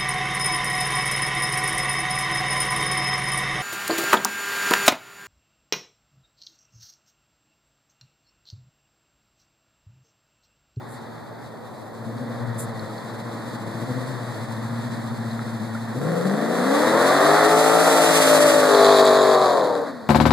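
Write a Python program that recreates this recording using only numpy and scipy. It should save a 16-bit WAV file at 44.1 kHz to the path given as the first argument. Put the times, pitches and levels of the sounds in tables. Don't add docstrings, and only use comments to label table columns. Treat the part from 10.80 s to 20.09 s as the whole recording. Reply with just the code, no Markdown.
import sys
import numpy as np
from scipy import signal
from scipy.fft import rfft, irfft
from scipy.io import wavfile
from scipy.ndimage import uniform_filter1d

SR = 44100
rng = np.random.default_rng(int(sys.argv[2]) if len(sys.argv) > 2 else 0)


def materialize(psi):
    bounded = np.clip(np.atleast_2d(psi).T, -1, 1)
    quanta = np.round(bounded * 32767).astype(np.int16)
    wavfile.write(sys.argv[1], SR, quanta)


N = 409688
TIME = np.arange(N) / SR
FFT_SIZE = 2 ** 19
FREQ = np.maximum(np.fft.rfftfreq(FFT_SIZE, 1 / SR), 1)
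CYLINDER_COUNT = 8

# t/s, eight-cylinder cycle rate/Hz
CYCLE_RATE = [(0, 14.6), (1.1, 13.9), (1.65, 14.9), (2.05, 13.7), (2.4, 14.5), (2.98, 13.9), (3.15, 15.5),
              (3.3, 15.9), (3.55, 14.0), (3.95, 14.5), (4.9, 14.1), (5.14, 14.5), (5.3, 20.8), (5.42, 22.2),
              (5.58, 26.8), (5.84, 31.2), (5.94, 35.8), (6.05, 39.6), (6.35, 47.8), (6.5, 51.4),
              (6.65, 53.6), (7.1, 56.5), (7.25, 55.0), (7.55, 53.9), (7.85, 51.9), (8.15, 50.1),
              (8.45, 48.6), (8.62, 47.3), (8.75, 43.5), (8.83, 38.9), (8.92, 37.0), (9.08, 35.0),
              (9.22, 27.3)]
# t/s, distance from the microphone/m, bearing/deg (0 nose on, 90 side on, 180 tail on)
CAR_PATH = [(0, 43, 58), (1.2, 38, 65), (3.0, 23.7, 40), (5.2, 24.3, 10), (5.65, 20.5, 35),
            (5.9, 13.1, 32.6), (6.75, 9.9, 65.2), (7.4, 7.13, 72.6), (7.75, 8.5, 121.5), (8.05, 7.5, 128.3),
            (8.5, 11.4, 142), (8.83, 22.5, 197), (9.29, 89, 187)]


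def undb(db):
    return 10 ** (np.asarray(db) / 20)


def curves(table):
    times, *columns = np.transpose(table)
    return [np.interp(TIME, times, column) for column in columns]


def over_frequency(points):
    hz, value = np.transpose(points)
    return np.interp(np.log(FREQ), np.log(hz), value)


def colour(x, response):
    cepstrum = irfft(np.log(undb(over_frequency(response))))
    cepstrum[1:FFT_SIZE // 2] *= 2
    cepstrum[FFT_SIZE // 2 + 1:] = 0
    return irfft(rfft(x, FFT_SIZE) * np.exp(rfft(cepstrum)))[..., :N]


def steady(x):
    power = np.mean(np.atleast_2d(x) ** 2, axis=0)
    return x / np.sqrt(np.abs(uniform_filter1d(power, 6000)) + 1e-12)


def stereo_noise(side_db):
    mid, side = rng.standard_normal((2, N))
    return mid + undb(side_db) * side * np.array([[1], [-1]])


def wander(step_s, count=8000):
    walk = np.interp(TIME / step_s, np.arange(count), rng.standard_normal(count))
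    return walk / walk.std()


def loudness(law, state):
    return undb(np.dot(law, state))


def driving(light_pedal=0.36, near_m=6):
    # t/s, pedal/0-1
    foot = [(0, 0.05), (.2, 0.08), (.45, 0), (1.12, 0.32), (1.28, 0.4), (1.75, 0.38), (2.05, 0.39),
            (2.75, 0.4), (3.13, 0.45), (3.45, 0.43), (4.0, 0.34), (5.1, 0.28), (5.22, 0.8), (5.7, 0.96),
            (5.85, 0.84), (8.85, 0.96), (9.03, 0.74), (9.13, 0)]
    pedal = curves(foot)[0]
    distance, bearing = curves(CAR_PATH)
    pull = np.clip(pedal / light_pedal, 0, 1)
    throttle = np.clip((pedal - light_pedal) / (1 - light_pedal), 0, 1)
    revs = np.log2(curves(CYCLE_RATE)[0] / CYCLE_RATE[0][1])
    front = np.interp(bearing, [60, 65], [1, 0])
    behind = np.interp(bearing, [120.8, 128], [0, 1])
    return np.array([np.ones(N), pull, throttle, revs, np.log2(distance / near_m), front, behind])


def firings(cycles, throttle, scatter_db=1.2, jitter=.016, stumble=.7):
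    # relative idle level/dB, level under load/dB, lateness/firing intervals
    cylinders = [(0, 3, 0), (0, -9, .08), (0, -6, .03), (-1, 1, -.06), (-2, -3, .1), (-7, -4, -.03),
                 (-5, 0, -.03), (-1, -12, .05)]
    firing = np.arange(1, int(cycles[-1] * CYLINDER_COUNT) - 1)
    idle_db, load_db, late = np.array(cylinders)[firing % CYLINDER_COUNT].T
    timing, scatter, falter = rng.standard_normal((len(firing), 3)).T
    load = np.interp(firing / CYLINDER_COUNT, cycles, throttle)
    place = np.interp((firing + load * late + jitter * timing) / CYLINDER_COUNT, cycles, np.arange(N))
    weakness = np.exp(stumble * falter[firing // CYLINDER_COUNT])
    strength = undb((1.68 - load) * idle_db * weakness + load * load_db + scatter_db * scatter)
    whole, part = place.astype(int), place % 1
    pulses = np.bincount(whole, strength * (1 - part), N + 1)
    pulses += np.bincount(whole + 1, strength * part, N + 1)
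    return pulses[:N]


def exhaust(pulses, cycles, state):
    # f/Hz, level/dB
    boom_shape = [(50, -58), (90, -15), (120, -9), (155, 10), (192, 7), (228, 3.5), (270, 18), (330, -28),
                  (400, -31), (500, -18), (900, -39.5)]
    bark_shape = [(70, -82), (200, -13), (300, -1.5), (390, -3), (500, 5), (590, 4), (700, 2), (850, -8.5),
                  (1100, -5), (2200, -74.5)]
    # dB, terms as in loudness()
    boom_law = (-34.5, 19, 0, -5.5, -2, -5.5, -7)
    bark_law = (-46.5, 8.5, 6.5, 7.5, -1.52, 0, 3.5)
    echo_law = (-14, 2.5, 2.5, 4, 5, 1.5, -12)
    _, _, throttle, _, _, _, behind = state
    echoes = loudness(echo_law, state) * lot_echoes(pulses)
    heard = steady(pulses + echoes)
    gas = undb(18 - 26 * throttle - 7 * behind)
    boom = throttle * steady(colour(pulses + echoes, boom_shape)) * loudness(boom_law, state)
    bark = steady(colour(heard + gas * puffs(pulses, 0.25, -15), bark_shape)) * loudness(bark_law, state)
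    rasp = gas_rasp(pulses, heard, gas, state)
    pipes = burble(pulses + 0.42 * echoes) + boom + bark + intake_honk(heard)
    clean_bark = colour(pulses + .5 * (1 - behind) * echoes[0], bark_shape)
    return pipes + drone(pipes, clean_bark, cycles, state), rasp


def burble(pulses):
    # f/Hz, level/dB
    hum = [(50, -8), (80, -34), (102, 2), (116, 6), (135, 9), (170, 1), (230, -17), (500, -61)]
    overtone = [(100, -46.5), (170, -4), (205, -1), (232, 2.5), (262, 0.5), (305, -8.5), (345, -21),
                (420, -29.5), (900, -62.5)]
    # t/s, hum level/dB, overtone level/dB
    levels = [(0, -38, -51), (.25, -42, -40.5), (.45, -41.5, -47.5), (1.121, -45, -45.5), (1.27, -28, -32),
              (1.47, -33, -30.5), (1.68, -23.5, -32), (2.22, -38, -35.5), (2.4, -32, -36), (2.72, -35, -34),
              (3.12, -26, -27), (3.35, -28, -40.5), (3.6, -29.5, -33.5), (3.95, -25, -28.5),
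              (4.2, -29, -30.5), (4.45, -26.5, -28), (5.05, -30, -29), (5.22, -27, -30), (5.6, -65, -38),
              (8.75, -75, -41), (8.95, -75, -38), (9.07, -63, -33), (9.29, -53, -42)]
    return sum(undb(db) * steady(colour(pulses, shape))
               for db, shape in zip(curves(levels), (hum, overtone)))


def drone(pipes, clean_bark, cycles, state, firmness=0.9, waver_db=2.2, waver_rad=.35, rough_db=1.6):
    # order, level/dB from nose, front quarter, side, rear quarter, tail
    beams = [(2, -70, -41, -38.5, -49, -49), (3, -69, -31.5, -34.5, -42, -37.5),
             (4, -55, -36, -40, -43, -43), (5, -53, -27, -23.5, -24.5, -30.5),
             (6, -26.5, -22, -24.5, -17.5, -36), (8, -18.5, -19, -32, -15.5, -16.5),
             (9, -25.5, -32, -26.5, -18.5, -26), (10, -34, -24.5, -25.5, -24.5, -21),
             (11, -40, -23.5, -14.5, -26, -28.5), (12, -37, -27.5, -23, -28, -26.5),
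             (13, -29.5, -20, -33, -16, -16.5), (14, -40, -23.5, -36, -22, -23.5),
             (15, -32, -32.5, -40, -32, -29), (16, -26, -24.5, -36, -27.5, -20),
             (17, -33, -32, -30, -27.5, -26), (21, -34, -28, -38, -30.5, -29),
             (22, -36, -33.5, -39.5, -29.5, -27.5), (24, -37, -29, -46, -35, -33),
             (25, -37, -28, -62, -39, -26)]
    beam_edges = [(33, 6), (71, 5), (124, 3), (147, 5)]
    # f/Hz, level/dB from front and side, level/dB from behind
    silencer = [(120, -0.5, 2), (151, 2.5, 4.5), (193, 4.5, -3), (226, -3.5, -2), (249, -1, -1),
                (290, 0, -13), (329, -3, -12), (348, -9, -25), (377, -9, -4.5), (401, 0, 0)]
    step, window = 8, 225
    _, _, throttle, _, distance_doublings, _, behind = state[:, ::step]
    bearing, rate = curves(CAR_PATH)[1][::step], curves(CYCLE_RATE)[0][::step]
    passed = [.5 + .5 * np.tanh((bearing - edge) / blend) for edge, blend in beam_edges]
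    views = -np.diff([np.ones_like(rate), *passed, np.zeros_like(rate)], axis=0)
    lows = signal.resample_poly([clean_bark, pipes.mean(axis=0)], 1, step, axis=1)
    hz, ahead_db, behind_db = np.transpose(silencer)
    chord = 0
    for order, *view_db in beams:
        turn = np.exp(2j * np.pi * order * cycles[::step])
        clean, blurred = (uniform_filter1d(uniform_filter1d(x / turn, window), window) for x in lows)
        swell, drift = ((1 - behind / 2) * wander(.09)[::step] for _ in range(2))
        pipe_db = (1 - behind) * np.interp(order * rate, hz, ahead_db)
        pipe_db += behind * np.interp(order * rate, hz, behind_db)
        db = np.dot(view_db, views) + pipe_db - 3 * distance_doublings + waver_db * np.minimum(swell, 1)
        spread_rad = 0.0699 * (order - CYLINDER_COUNT) ** 2
        levelled = clean / (uniform_filter1d(np.abs(clean), 2 * window) + 1e-9)
        tone = np.sqrt(2) * undb(db) * np.exp(1j * (waver_rad * drift - spread_rad)) * levelled
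        chord = chord + np.real(turn * (tone - 2 * firmness * blurred))
    roughness = undb(rough_db * np.tanh(wander(.014)))
    return roughness * signal.resample_poly(throttle * chord, step, 1)[:N]


def puffs(pulses, decay_s, side_db):
    gate = signal.lfilter([1], [1, -np.exp(-1 / (decay_s * SR))], pulses)
    return steady(gate * stereo_noise(side_db))


def gas_rasp(pulses, heard, gas, state):
    # f/Hz, level/dB
    rasp_shape = [(150, -69.5), (500, -9.5), (800, 4.5), (1100, 2.5), (1350, -2.5), (1600, -5),
                  (1900, -2.5), (2250, -17.5), (2700, -27), (3500, -14), (7000, -54)]
    blare_shape = [(150, -73), (600, -18), (900, -3), (1080, 9), (1280, 6.5), (1500, 5.5), (1900, 2.5),
                   (2300, -17), (3000, -53), (3900, -14), (6000, -39)]
    # dB, terms as in loudness()
    law = (-45, 4.5, -3, 9.5, -3, 6.5, -4)
    _, _, throttle, _, _, _, behind = state
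    turbulence = throttle * puffs(pulses, 0.08, -7.5) + (1 - throttle) * stereo_noise(-4)
    rasp = steady(colour(heard + 2 * gas * turbulence, rasp_shape))
    blare = steady(colour(heard + gas * puffs(pulses, 0.012, -33), blare_shape))
    return steady((1 - behind) * rasp + behind * blare) * loudness(law, state)


def crack_and_spit(pulses, state):
    # f/Hz, level/dB
    crack_shape = [(100, -40), (300, -10), (600, 3.5), (1400, -0.5), (2200, -18), (5000, -31)]
    spit_shape = [(300, -28), (2000, -33), (3300, 2.5), (3900, 3.5), (4600, -5), (5600, -22), (7000, -3.5),
                  (9000, -31), (14000, -37)]
    # dB, terms as in loudness()
    crack_law = (-58, 4.5, 9, 8.5, -3.5, 0, -7)
    spit_law = (-63.5, 5, 9.5, 5.5, -8, 3, 12)
    crack = steady(colour(pulses ** 2, crack_shape)) * undb(4 * np.tanh(wander(.08)))
    uneven = np.sqrt(np.abs(pulses)) * undb(6 * np.tanh(wander(.003)))
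    spit = steady(colour(puffs(uneven, 0.00069, -20), spit_shape))
    return crack * loudness(crack_law, state) + spit * loudness(spit_law, state)


def intake_honk(heard, attack_s=0.25, release_s=0.088):
    # f/Hz, level/dB
    resonance = [(150, -59), (380, -20), (460, 2), (505, 10), (550, 8), (680, -17), (1500, -80)]
    # t/s, length/s, level/dB
    pushes = [(1.157, 0.92, -42.5), (2.99, 0.098, -32.5), (5.144, 0.3, -24.5), (5.678, 0.29, -21.5)]
    swell = 0
    for start, length, db in pushes:
        rise = np.clip((TIME - start) / attack_s, 0, 1)
        fall = np.exp(-np.maximum(TIME - start - length, 0) / release_s)
        swell += undb(db) * rise * fall
    return steady(colour(heard + 0.61 * stereo_noise(-28), resonance)) * swell


def jet_and_fan(pulses, throttle, state, flutter_db=1.34):
    # f/Hz, level/dB
    jet_shape = [(100, -30), (500, -6.5), (1800, -1.5), (2800, -13.5), (3700, -2.5), (4400, -2.5),
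                 (5300, -10), (7000, -12.5), (10000, -16), (14000, -25)]
    fan_shape = [(100, -23), (500, -0.5), (2500, -1.5), (5000, -2), (6800, -1), (8500, 2), (10000, -3),
                 (11800, -5), (14000, -10)]
    # dB, terms as in loudness()
    jet_law = (-44.5, 2.5, -2.5, 7, -6, 4, 6.5)
    fan_law = (-27, 2, 5.5, 0.52, -12.5, -1.3, -10)
    jet = steady(colour(throttle * puffs(pulses, 0.0017, 0.82) + 1.3 * stereo_noise(-7.5), jet_shape))
    fan = steady(colour(stereo_noise(-1.9) + 0.82 * puffs(pulses, 0.0091, 3.4), fan_shape))
    flutter = undb(flutter_db * wander(0.025))
    return flutter * (jet * loudness(jet_law, state) + fan * loudness(fan_law, state))


def lot_echoes(x, t60_s=0.67, build_s=0.058, wall_s=.085, wall_db=-3):
    tail = (stereo_noise(-5) * undb(-60 * TIME / t60_s) * np.minimum(TIME / build_s, 1))[:, :SR]
    tail /= np.sqrt(np.mean(np.sum(tail ** 2, axis=1)))
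    tail[:, int(wall_s * SR)] += undb(wall_db)
    return signal.fftconvolve(x[None], tail, axes=1)[:, :N]


def hisses_and_ticks():
    # t/s, level/dB, width/s
    hisses = [(0.127, -51, 0.032), (1.799, -35.5, 0.0095), (1.82, -38.5, 0.021)]
    # f/Hz, level/dB
    hiss_shape = [(4000, -18), (6000, -12), (7500, 3.5), (9500, 3), (12000, -4), (14000, -10)]
    # t/s, level/dB, f/Hz, decay/s
    ticks = [(1.995, -41, 4330, 0.0034), (2.18, -44.5, 4460, 0.0051), (4.51, -43, 4180, 0.0069),
             (4.593, -31, 1370, 0.005), (4.8, -46, 4300, .006), (4.95, -35.5, 1400, 0.0058),
             (8.071, -34, 9000, 0.0031), (8.253, -24, 7960, 0.0034)]
    swell = sum(undb(db) * np.exp(-.5 * ((TIME - peak) / width) ** 2) for peak, db, width in hisses)
    sound = swell * steady(colour(stereo_noise(0.5), hiss_shape))
    grit = stereo_noise(-19)
    for start, db, hz, decay in ticks:
        band = signal.butter(2, [hz / 1.055, hz * 1.03], "band", fs=SR, output="sos")
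        ring = signal.sosfilt(band, grit)
        sound += undb(db) * ring / ring.std() * (TIME >= start) * np.exp(-np.abs(TIME - start) / decay)
    return sound


def traffic():
    # f/Hz, level/dB
    rush = [(20, -10), (60, 5.5), (120, 19.5), (400, 15.5), (900, 12), (2000, -14), (5000, -44),
            (14000, -21)]
    return undb(-39) * steady(colour(stereo_noise(-4), rush))


def scene(pan_db=3, wobble_cycles=.007):
    cycles = np.cumsum(curves(CYCLE_RATE)[0]) / SR + wobble_cycles * wander(.035)
    state = driving()
    throttle = state[2]
    pulses = firings(cycles, throttle)
    pipes, rasp = exhaust(pulses, cycles, state)
    background = traffic()
    pan = undb(np.array([[pan_db], [-pan_db]]) / 2)
    car = pipes * pan + rasp + crack_and_spit(pulses, state) + jet_and_fan(pulses, throttle, state)
    return car + hisses_and_ticks() + background


def record(dry, lag_s=15 / SR, low_cut_hz=125, top_hz=14050, ceiling=.95):
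    # f/Hz, share/0-1
    widener = [(900, 0.18), (2000, 0.95), (2500, 1), (2850, 1), (3050, 1), (5900, 0.29), (9000, 0.024),
               (14000, 0.49)]
    spectrum = rfft(dry, FFT_SIZE)
    cross = over_frequency(widener) * np.exp(-2j * np.pi * FREQ * lag_s)
    low_cut = 1 / (1 + low_cut_hz / (1j * FREQ))
    wide = irfft((spectrum - cross * spectrum[::-1]) * low_cut)[:, :N]
    rounded = wide / (1 + (wide / ceiling) ** 6) ** (1 / 6)
    return signal.sosfilt(signal.ellip(10, .2, 80, top_hz, fs=SR, output="sos"), rounded)


dry = scene()
out = record(dry)
materialize(out)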